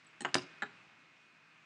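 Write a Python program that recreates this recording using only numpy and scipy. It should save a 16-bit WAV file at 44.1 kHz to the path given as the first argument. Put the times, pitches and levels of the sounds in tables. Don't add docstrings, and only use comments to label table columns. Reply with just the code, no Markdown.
import sys
import numpy as np
from scipy import signal
from scipy.fft import rfft, irfft
from scipy.io import wavfile
from scipy.ndimage import uniform_filter1d

SR = 44100
rng = np.random.default_rng(int(sys.argv[2]) if len(sys.argv) > 2 else 0)


def to_wav(sig):
    pcm = np.clip(np.atleast_2d(sig), -1, 1) * 32767
    pcm = np.round(pcm).astype(np.int16)
    wavfile.write(sys.argv[1], SR, pcm.T)


N = 72765
T = np.arange(N) / SR
SHORT_SAMPLES, LONG_SAMPLES = 1024, 16384


def gain(db):
    return 10 ** (np.asarray(db) / 20)


def curve(rows):
    seconds, values = np.array(rows).T
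    return np.interp(T, seconds, values)


def unit_rms(x):
    return x / np.sqrt(np.mean(x ** 2))


def wander(rate_hz):
    width = int(SR / rate_hz)
    once = uniform_filter1d(rng.standard_normal(N), width)
    return unit_rms(uniform_filter1d(once, width))


def noise_bands(centres_hz, size):
    log_hz = np.log(np.maximum(np.arange(size // 2 + 1) * SR / size, 1))
    log_centres = np.log(centres_hz)
    spectrum = rfft(rng.standard_normal(size))
    bands = []
    for one_hot in np.eye(len(centres_hz)):
        weight = np.interp(log_hz, log_centres, one_hot)
        bands.append(irfft(spectrum * weight, size))
    return bands


# frequency in Hz, relative density in dB per Hz.
HISS_SPECTRUM = [(25, -47.5), (60, -29.5), (80, -25), (115, -8.5), (200, -8.5), (330, -10.5), (440, -15.5),
                 (700, -13.5), (950, -11), (1250, -7.5), (1700, -6.5), (2100, -10), (2700, -7.5),
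                 (3300, -17), (4500, -20), (6400, -26), (8000, -33), (9600, -43.5), (10500, -61)]


def fan_hiss():
    flicker_db, flicker_hz = 1.24, 16
    centres_hz = 25 * 2 ** np.arange(0, 8.8, 1 / 3)
    table_hz, table_db = np.array(HISS_SPECTRUM).T
    bands_db = np.interp(np.log(centres_hz), np.log(table_hz), table_db)
    hiss = np.zeros(N)
    for band, db in zip(noise_bands(centres_hz, 2 * N), bands_db):
        hiss += band[:N] * gain(db + flicker_db * wander(flicker_hz))
    return unit_rms(hiss)


def wavering_tones(rows):
    waver_db, waver_hz = 2, 9
    phase_cycles, phase_hz = 0.04, 5
    total = np.zeros(N)
    for hz, db in rows:
        level = gain(db + waver_db * wander(waver_hz))
        cycles = hz * T + phase_cycles * wander(phase_hz) + rng.random()
        total += level * np.sin(2 * np.pi * cycles)
    return total


# frequency in Hz, peak in dB against the hiss RMS.
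HUM_LINES = [(160.5, -13.5), (321, -20), (642, -18)]
# time in seconds, level in dB.
HISS_LEVEL_DB = [(0.0, -64), (0.202, -63), (0.386, -58.5), (0.542, -59.5), (1.01, -63.5), (1.204, -65.5),
                 (1.65, -65)]
# frequency in Hz, peak in dB against the whine level.
WHINE_LINES = [(2005, -9.5), (2166, -4), (2326, -9.5), (2487, -0.5), (2647, -6.5)]
# time in seconds, level in dB.
WHINE_LEVEL_DB = [(0, -77), (.1, -68.5), (.5, -64), (.8, -67.5), (1.2, -70.5), (1.65, -72)]


def fan():
    low = (fan_hiss() + wavering_tones(HUM_LINES)) * gain(curve(HISS_LEVEL_DB))
    whine = wavering_tones(WHINE_LINES) * gain(curve(WHINE_LEVEL_DB))
    return low + whine


# centre in Hz, decay time T60 in seconds, relative level in dB.
ROOM_BANDS = [(150, 0.27, -9.5), (400, 0.29, -13.5), (990, .22, -13), (2500, 0.19, -12.5),
              (5000, 0.25, -12), (9000, .17, -13.5)]


def room(x):
    echo_s, echo_db = 0.0113, -18
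    grain_db, grain_hz = 4, 600
    onset_s = 0.0055
    t = T[:LONG_SAMPLES]
    tail = np.zeros(LONG_SAMPLES)
    centres_hz = np.array(ROOM_BANDS)[:, 0]
    for band, (_, t60_s, db) in zip(noise_bands(centres_hz, LONG_SAMPLES), ROOM_BANDS):
        tail += band * gain(db - 60 * t / t60_s)
    tail *= gain(grain_db * wander(grain_hz)[:LONG_SAMPLES])
    tail *= np.minimum(t / onset_s, 1) / np.sqrt(SR / 100)
    tail[int(echo_s * SR)] += gain(echo_db)
    return x + signal.fftconvolve(x, tail)[:N]


# start in seconds, frequency in Hz, length in seconds,
# peak in dB.
FINGER_SQUEAKS = [(0.044, 8400, 0.0088, -67.5), (0.064, 7850, 0.011, -57)]


def squeaks():
    total = np.zeros(N)
    for start_s, hz, length_s, db in FINGER_SQUEAKS:
        window = np.sin(np.pi * np.clip((T - start_s) / length_s, 0, 1)) ** 2
        total += gain(db) * window * np.sin(2 * np.pi * hz * T)
    return total


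POSTURE_NAMES = ["corner", "edge", "slap", "flat", "ruler"]
# frequency in Hz, decay time T60 in seconds,
# then relative level in dB for each posture.
MODES = [(134.9, 0.18, -15, -27, -41, -27.5, -27), (225, 0.083, -6, -29, -43.5, -35, -17),
         (288.8, .13, -12.5, -33, -38.5, -23, -37), (366, 0.16, -14, -18, -30, -23, -37.5),
         (416.5, 0.055, -14, -27, -29.5, -30, -17), (496, .08, -33.5, -39.5, -37.5, -27.5, -36),
         (650, 0.078, -32, -25, -26, -25, -37), (815.5, .07, -11.5, -11, -26, -24, -16),
         (1060, .022, -16, -5, -18, -23.5, -18.5), (1307, 0.02, -27, -6.5, -22, -28, -30),
         (1422, .028, -28, -13, -24, -31, -12), (1569, 0.018, -26, -5, -20.5, -36, -3),
         (1701, .018, -16.5, -7, -12, -26.5, -4), (1821, .018, -4.5, -11, -6, -23, -12),
         (1980, .015, -21.5, -9.5, -13, -26.5, -15.5), (2400, 0.014, -21.5, -19.5, -10.5, -22.5, -16),
         (2871, .017, -25.5, -8, -9, -28.5, -25), (3054, 0.019, -11, -28, -5.5, -20, -17),
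         (3876, .011, -17, -34, -10, -31, -11), (4240, 0.014, -6.5, -35, -4.5, -26.5, -34),
         (4920, .007, -10, -31.5, 4, -23, -34), (5400, .007, -9, -26, 0, -25, -34),
         (6070, .007, -24, -39.5, 0, -24, -42), (6800, 0.018, -10, -21.5, -8, -23.5, -29),
         (7510, .015, -10.5, -21, -11.5, -29, -15), (8115, 0.017, -5, -34, -10, -19.5, -44),
         (9230, 0.0094, -14, -36, -8, -17, -54)]


def posture_rings():
    rise_cycles = 0.94
    t = T[:LONG_SAMPLES]
    hz, t60_s, *levels_db = np.array(MODES).T[:, :, None]
    rise = 1 - np.exp(-t * hz / rise_cycles)
    modes = np.sin(2 * np.pi * hz * t) * gain(-60 * t / t60_s) * rise
    return [gain(db).ravel() @ modes for db in levels_db]


RATTLE_DB = [-10.5, -24, -16, -16, -26]


def contact_push(push_ms, posture):
    chatter_decay_s, chatter_threshold = 0.005, 1.6
    t = T[:SHORT_SAMPLES]
    push = -np.sin(np.pi * np.clip(t * 1000 / push_ms, 0, 1)) ** 2
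    size, chance = rng.standard_normal((2, SHORT_SAMPLES))
    chatter = size * (np.abs(chance) > chatter_threshold) * np.exp(-t / chatter_decay_s)
    return push + gain(RATTLE_DB[posture]) * chatter


# start in seconds, strength in dB, length of the push in ms, posture.
CONTACT_EVENTS = [(0.2065, -29, 0.072, "corner"), (0.2097, -38.5, .1, "corner"),
                  (0.2185, -31.5, .1, "corner"), (.238, -40, 1.2, "corner"), (.2486, -15, 0.18, "edge"),
                  (0.253, -17, 0.12, "edge"), (.2601, -23.5, 0.25, "edge"), (.267, -31, 0.23, "edge"),
                  (.3432, -13, 0.084, "slap"), (.345, -20, 0.12, "slap"), (.3538, -8, 0.37, "flat"),
                  (0.3656, -25, .6, "flat"), (0.6215, -20, 0.17, "ruler"), (.625, -19.5, 0.17, "ruler"),
                  (0.6319, -24.5, 0.18, "ruler"), (.635, -26, 0.2, "ruler"), (.6415, -29, .9, "ruler")]
PULSE_DB = [-25, -19.5, -6, -0.5, -26]


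def taps():
    bass_cut_hz = 146
    out = np.zeros(N + SHORT_SAMPLES + LONG_SAMPLES)
    rings = posture_rings()
    for start_s, strength_db, push_ms, name in CONTACT_EVENTS:
        posture = POSTURE_NAMES.index(name)
        push = contact_push(push_ms, posture)
        push_area = push_ms * SR / 2000 + 1
        hit = signal.fftconvolve(push, rings[posture]) / push_area
        hit[:SHORT_SAMPLES] += gain(PULSE_DB[posture]) * push
        i = int(start_s * SR)
        out[i:i + len(hit)] += gain(strength_db) * hit
    high_pass = signal.butter(3, bass_cut_hz, "high", fs=SR, output="sos")
    return signal.sosfilt(high_pass, out[:N])


def scene():
    handling = room(taps() + squeaks())
    return (handling + fan())[None]


def record(dry):
    top_hz, self_noise_db = 9800, -104
    low_pass = signal.ellip(10, 0.2, 80, top_hz, fs=SR, output="sos")
    x = signal.sosfilt(low_pass, dry)
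    return x + gain(self_noise_db) * rng.standard_normal(x.shape)


dry = scene()
out = record(dry)
to_wav(out)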